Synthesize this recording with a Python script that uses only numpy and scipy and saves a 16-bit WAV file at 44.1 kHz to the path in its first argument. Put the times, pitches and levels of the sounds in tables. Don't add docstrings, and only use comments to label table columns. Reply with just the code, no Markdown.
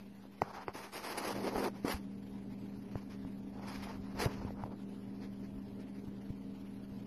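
import sys
import numpy as np
from scipy import signal
from scipy.fft import rfft, irfft, next_fast_len
from scipy.io import wavfile
from scipy.ndimage import uniform_filter1d

SR = 44100
rng = np.random.default_rng(int(sys.argv[2]) if len(sys.argv) > 2 else 0)


def nominal_scale(level):
    x = np.asarray(level, float) / 20
    return 10 ** x


def master(y):
    cut = np.clip(np.atleast_2d(y).T, -1, 1)
    pcm = np.round(cut * 32767)
    wavfile.write(sys.argv[1], SR, pcm.astype(np.int16))


N = 311346

# frequency in Hz, gain in dB.
CASING_COLOUR = [(130, -43.5), (220, 3), (266, -1.5), (422, 1), (615, -3.5), (911, -2), (1500, -11),
                 (2070, -11), (3710, -19), (4880, -10.5), (6310, -12.5), (7880, -23.5), (12100, -21),
                 (13200, -19.5)]
# start in seconds, length in seconds, scrape in dB, weight and speed in dB against the scrape.
DRAGS = [(.428, 0.084, -49, -9, -8.5), (.688, 0.021, -50, -9, -10.5), (.918, 0.21, -49, -2, 4),
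         (1.24, 0.091, -44, 1, 0), (1.335, 0.096, -51.5, 8, 0.5), (1.586, 0.098, -41.5, 7, -3),
         (1.846, 0.054, -43.5, 6.5, -1), (1.985, .02, -68, 8, -2), (2.912, 0.023, -65.5, 2, 2),
         (2.962, 0.032, -59.5, -11, 0.5), (3.71, 0.12, -55.5, -9, 3.5), (4.187, 0.059, -44.5, 0, 2),
         (4.21, 0.044, -42.5, 4.5, 4.5), (4.264, 0.011, -44, -2, -24), (4.28, 0.12, -55.5, -1.5, -2.5),
         (4.654, 0.041, -62.5, 12.5, -8)]
SWELLS = [(.52, 0.12, -47, -13, -8.5), (.73, .175, -50.5, -4.5, 0.5), (1.17, 0.025, -50, 2, 8.5),
          (1.43, 0.092, -48, 10, -2), (1.475, 0.033, -53.5, 6, 6.5), (1.72, 0.088, -60, 0, -1.5),
          (1.865, .11, -45.5, -7, 2.5), (3.0, 0.044, -64, 5, 6), (3.09, 0.065, -61, -4, 3),
          (3.52, 0.22, -57, -2, -12), (3.81, 0.066, -57.5, -4, 8.5), (3.82, 0.15, -51.5, -7, -5),
          (4.39, 0.065, -55.5, 1, -5.5), (4.455, .055, -54.5, 4, -5.5), (5.14, 0.22, -72.5, 11, 5.5),
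          (5.42, .05, -70, 0, 9), (5.78, 0.056, -69.5, -3, 5)]
SHOVES = [
    (.655, 0.027, -60, 5, -2),
    (.99, .25, -47, 0.5, -1),
    (1.5, 0.091, -39, 5.5, -2.5),
    (1.82, 0.027, -64, 0, 5),
    (3.18, 0.063, -69, 0, 3),
    (3.6, 0.118, -53, -2.5, 1),
    (3.97, 0.16, -60.5, -4, -4),
    (4.13, 0.075, -50.5, 3.5, -1),
    (4.53, 0.097, -56, -2.5, -17),
    (4.69, 0.05, -60.5, 7.5, -8),
]
# share of the length before the top, start in dB and end in dB under the top.
DRAG_SHAPE = (0.11, -8.5, -4)
SWELL_SHAPE = (0.53, -5.5, -11)
SHOVE_SHAPE = (0.68, -15, -1.4)
# start in seconds, peak in dB, ring in Hz, 60 dB decay in seconds.
KNOCKS = [(.2405, -51, 785, .0094), (0.253, -44, 497, .009), (0.4154, -37, 328, .012),
          (0.4274, -30, 350, .006), (0.6816, -22, 880, 0.0023), (0.6834, -29.5, 350, 0.014),
          (.6925, -35.5, 755, 0.0087), (0.7533, -33.5, 340, 0.011), (1.8472, -22.5, 283, 0.024),
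          (2.9555, -27, 510, 0.0031), (3.249, -40.5, 720, 0.005), (3.5955, -38, 700, 0.0042),
          (3.853, -39, 410, .01), (3.8709, -36, 710, 0.0067), (4.259, -21.5, 402, 0.0064),
          (4.4156, -39, 600, .008), (4.4487, -32, 347, 0.0082), (4.5063, -33, 497, 0.0076),
          (4.6371, -29.5, 840, 0.0096)]
# start in seconds, peak in dB, ring in Hz, 60 dB decay in
# seconds.
BUMPS = [(0.424, -34, 150, 0.043), (0.681, -39, 103, 0.063), (1.558, -42, 45, .11),
         (1.942, -33.5, 71.4, 0.1), (2.9549, -28.5, 106, .038), (3.2486, -34.5, 126, 0.019),
         (4.2604, -21.5, 114, 0.043), (4.448, -32, 95, 0.068), (4.497, -51, 60, .043),
         (4.638, -34.5, 97, 0.027), (5.249, -47, 100, .05), (6.078, -41, 98, 0.046),
         (6.3039, -29, 130, 0.025), (6.919, -38, 122, 0.05)]
# start in seconds, peak in dB, ring in Hz, 60 dB decay in seconds.
SLAPS = [
    (0.4188, -16, 783, 0.0047),
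    (.4204, -30, 363, .008),
]
# frequency in Hz, level in dB against the blow, 60 dB decay in seconds.
WALL_MODES = [(1460, -27, 0.0019), (1966, -10.5, 0.0094), (2540, -21, 0.0054), (3250, -25, 0.0046),
              (4620, -24.5, 0.011), (7160, -53, 0.0061), (11000, -46, .003)]
# middle in seconds, reach in seconds, level in dB.
SWAYS = [
    (1.6, .12, -67),
    (2.42, .2, -54),
    (3.13, .15, -58),
    (3.52, .2, -53),
    (3.86, .15, -50),
    (4.2, 0.36, -51.5),
    (4.52, 0.19, -45),
    (5.55, .3, -53),
    (6.6, 1.2, -61.5),
]
# time in seconds, level of the hum in dB.
PORT_OPENING = [
    (0.0, -54.5),
    (0.98, -61.5),
    (1.27, -57),
    (1.37, -44.5),
    (1.51, -49),
    (4.46, -47.5),
    (6.43, -48.5),
    (6.51, -48),
    (6.62, -49),
    (7.06, -48),
]
# frequency in Hz, width in Hz, level in dB against the hum, steady share from 0 to 1.
MOTOR_LINES = [(118.2, 6.4, -10.5, 0.87), (198.5, 9.4, 0, 0.97), (248.5, 15, -13, 0.44),
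               (269, 20, -6.5, 0.94), (404, 18.5, -14.5, 0.19), (463, 6, -19.5, 0.37),
               (175.7, 16, -16.5, 0), (571, 5.2, -29.5, 0.4), (634, 6.3, -24, 0.91)]
# frequency in Hz, gain in dB.
ROOM_SPECTRUM = [(15, -50), (25, -16.5), (146, -10), (199, -4), (275, 1), (344, -11.5), (637, -19),
                 (1500, -34), (1950, -39), (3300, -120)]
# frequency in Hz, gain in dB.
HISS_SPECTRUM = [(530, -8), (900, -2), (1180, -11.5), (2110, -10), (3790, -15), (4640, -15.5),
                 (8600, -29.5), (9950, -22), (13200, -23)]
# frequency in Hz, threshold in dB against the neighbouring
KEPT_MARGIN = [(700, -14), (1500, -9), (3000, -1), (5000, 0.5), (6400, 0.5), (7600, 3.5), (8600, 3.5),
               (10000, -1), (13000, -0.5)]

SETTLE_S, SETTLE_DB = 0.034, -33.5
STIR_S = 0.018
FIZZ_DB, FIZZ_PER_SPEED = -8, 1.5
FIZZ_PER_LEVEL, FIRM_DB = 0.28, -47.5
TURN_S, TURNED_DB = 2.5, -3.5
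KNOCK_RISE_MS, BUMP_RISE_MS, SLAP_RISE_MS = 0.5, 0.96, 7
STILL_DB, REACH_DB = -77, -12.5
ROOM_DB, HISS_DB = -5, -65


def evened(x):
    return x / np.sqrt(np.mean(x ** 2) + 1e-20)


def read(points, hz):
    f, value = np.transpose(points)
    return np.interp(np.log(hz + 1), np.log(f + 1), value)


def add(mix, s, sound):
    part = mix[round(s * SR):][:len(sound)]
    part += sound[:len(part)]


def band(x, lo_hz, hi_hz):
    sos = signal.butter(2, [lo_hz, hi_hz], "band", fs=SR, output="sos")
    return evened(signal.sosfilt(sos, x))


def colour(x, points):
    hz = np.abs(np.fft.fftfreq(4096, 1 / SR))
    log_gain = np.log(nominal_scale(read(points, hz)))
    taps = np.fft.ifft(np.exp(np.conj(signal.hilbert(log_gain)))).real
    return signal.oaconvolve(x, taps[:2048])[:len(x)]


def drift(rate_hz):
    size = next_fast_len(N)
    hz = np.fft.rfftfreq(size, 1 / SR)
    spectrum = rfft(rng.standard_normal(size)) / (1 + (hz / rate_hz) ** 2)
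    return evened(irfft(spectrum, size)[:N])


def noise(points, patchy_db, flicker_db):
    frames, hz = N // 256 + 5, np.fft.rfftfreq(1024, 1 / SR)
    a, b, patches = rng.standard_normal((frames, 513, 3)).T
    patches = uniform_filter1d(patches, size=12, axis=0)
    patches = evened(uniform_filter1d(patches, size=10, axis=1))
    flicker = evened(uniform_filter1d(rng.standard_normal(frames), size=3))
    level_db = read(points, hz)[:, None] + patchy_db * patches + flicker_db * flicker
    z = (a + 1j * b) * nominal_scale(level_db)
    return evened(signal.istft(z, nperseg=1024, noverlap=768)[1][:N])


def slips(per_s, spread_db):
    size_db = spread_db * np.minimum(rng.exponential(1, N), 4)
    size = nominal_scale(size_db) * rng.choice([-1., 1.], N)
    return colour(size * (rng.random(N) < per_s / SR), CASING_COLOUR)


def slides():
    power = np.zeros((4, N))
    kinds = ((DRAGS, DRAG_SHAPE), (SWELLS, SWELL_SHAPE), (SHOVES, SHOVE_SHAPE))
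    for rows, (top, start_db, end_db) in kinds:
        for start, length, scrape_db, weight_db, speed_db in rows:
            t = np.arange(0, length + SETTLE_S, 1 / SR)
            corners = [0, top * length, length, length + SETTLE_S]
            shape_db = np.interp(t, corners, [start_db, 0, end_db, end_db + SETTLE_DB])
            onset = np.minimum(t / min(STIR_S, top * length / 2), 1)
            level = nominal_scale(scrape_db + shape_db) * onset
            fizz_db = FIZZ_DB + FIZZ_PER_SPEED * speed_db
            fizz_db += FIZZ_PER_LEVEL * (scrape_db - FIRM_DB) + TURNED_DB * (start > TURN_S)
            for layer, rel_db in zip(power, (0, weight_db, speed_db, fizz_db)):
                add(layer, start, (level * nominal_scale(rel_db)) ** 2)
    return np.sqrt(power)


def rubbing():
    clumps = drift(rate_hz=11.5)
    coarse = slips(per_s=1200, spread_db=-0.5) * nominal_scale(1.66 * clumps + 0.45 * drift(rate_hz=43))
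    fine = slips(per_s=12000, spread_db=3.5) * nominal_scale(3.0 * clumps + 0.09 * drift(rate_hz=31))
    rumble = nominal_scale(-14) * band(rng.standard_normal(N), 37, 214)
    scrape = band(coarse, 705, 1685) + rumble
    weight = -band(coarse, 231, 590)
    grit = band(fine, 1520, 4600)
    fizz = band(fine, 8000, 12570)
    return (np.array([scrape, weight, grit, fizz]) * slides()).sum(0)


def knocks():
    body, edge, t = np.zeros(N), np.zeros(N), np.arange(6000) / SR
    kinds = ((KNOCKS, KNOCK_RISE_MS, 1), (BUMPS, BUMP_RISE_MS, -1), (SLAPS, SLAP_RISE_MS, 1))
    for rows, rise_ms, swing in kinds:
        for s, peak_db, hz, t60 in rows:
            rise = 1 - np.exp(-t * 1000 / rise_ms)
            ring = rise * nominal_scale(-60 * t / t60) * np.sin(2 * np.pi * hz * t)
            add(body, s, swing * nominal_scale(peak_db) * ring / abs(ring).max())
            sharpness = nominal_scale(1.36 * peak_db + 5) * (hz / 800) ** 1.2
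            add(edge, s + 0.44 / hz, np.array([swing * sharpness]))
    wall = sum(nominal_scale(db - 60 * t / t60) * np.sin(2 * np.pi * hz * t) for hz, db, t60 in WALL_MODES)
    snap = signal.oaconvolve(edge, wall)[:N]
    shaken = signal.oaconvolve(abs(edge), nominal_scale(-60 * t / 0.029))[:N]
    rattle = nominal_scale(-25.5) * shaken * evened(slips(per_s=2000, spread_db=-2.0))
    return body + snap + rattle


def hand():
    t = np.arange(N) / SR
    sway = nominal_scale(STILL_DB)
    for s, reach, level_db in SWAYS:
        sway = sway + nominal_scale(level_db + REACH_DB * abs(t - s) / reach)
    lumps = nominal_scale(-5.5 + 3.1 * drift(rate_hz=6.7))
    return sway * lumps * band(rng.standard_normal(N), 30, 108)


def room():
    t, hum = np.arange(N) / SR, 0
    for hz, width_hz, level_db, steady in MOTOR_LINES:
        waver = drift(width_hz) + 1j * drift(width_hz)
        flutter = np.sqrt(steady) + np.sqrt((1 - steady) / 2) * waver
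        hum = hum + nominal_scale(level_db) * np.sqrt(2) * (flutter * np.exp(2j * np.pi * hz * t)).real
    air = nominal_scale(ROOM_DB) * noise(ROOM_SPECTRUM, patchy_db=1.73, flicker_db=0.6)
    s, port_db = np.transpose(PORT_OPENING)
    return nominal_scale(np.interp(t, s, port_db)) * (hum + air)


def hiss():
    return nominal_scale(HISS_DB) * noise(HISS_SPECTRUM, patchy_db=1.64, flicker_db=2.0)


def scene():
    return (rubbing() + knocks() + hand() + room() + hiss())[None]


def thinned(x):
    grid = dict(window="cosine", nperseg=2048, noverlap=1024)
    hz, t, z = signal.stft(x, SR, **grid)
    around = np.exp(uniform_filter1d(np.log(abs(z) + 1e-9), size=161, axis=0))
    draws = rng.standard_normal((len(t), 43, 2)).T
    thrift, slack = draws.repeat(24, axis=1)[:, :len(hz)]
    thrift = evened(uniform_filter1d(thrift, size=2, axis=1))
    uneven_db = np.interp(hz, [5000, 7000], [3, 5.5])[:, None] * thrift
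    kept = abs(z) > around * nominal_scale(read(KEPT_MARGIN, hz)[:, None] + uneven_db)
    rough = nominal_scale(3.2 * slack * (hz > 7700)[:, None])
    z = z * kept * rough * (hz < 13180)[:, None]
    return signal.istft(z, SR, **grid)[1][:N]


def low_pass(x):
    return signal.sosfilt(signal.butter(12, 13320, fs=SR, output="sos"), x)


def record(dry):
    mix = thinned(dry[0])[None] - 0.0005
    return low_pass(mix)


dry = scene()
out = record(dry)
master(out)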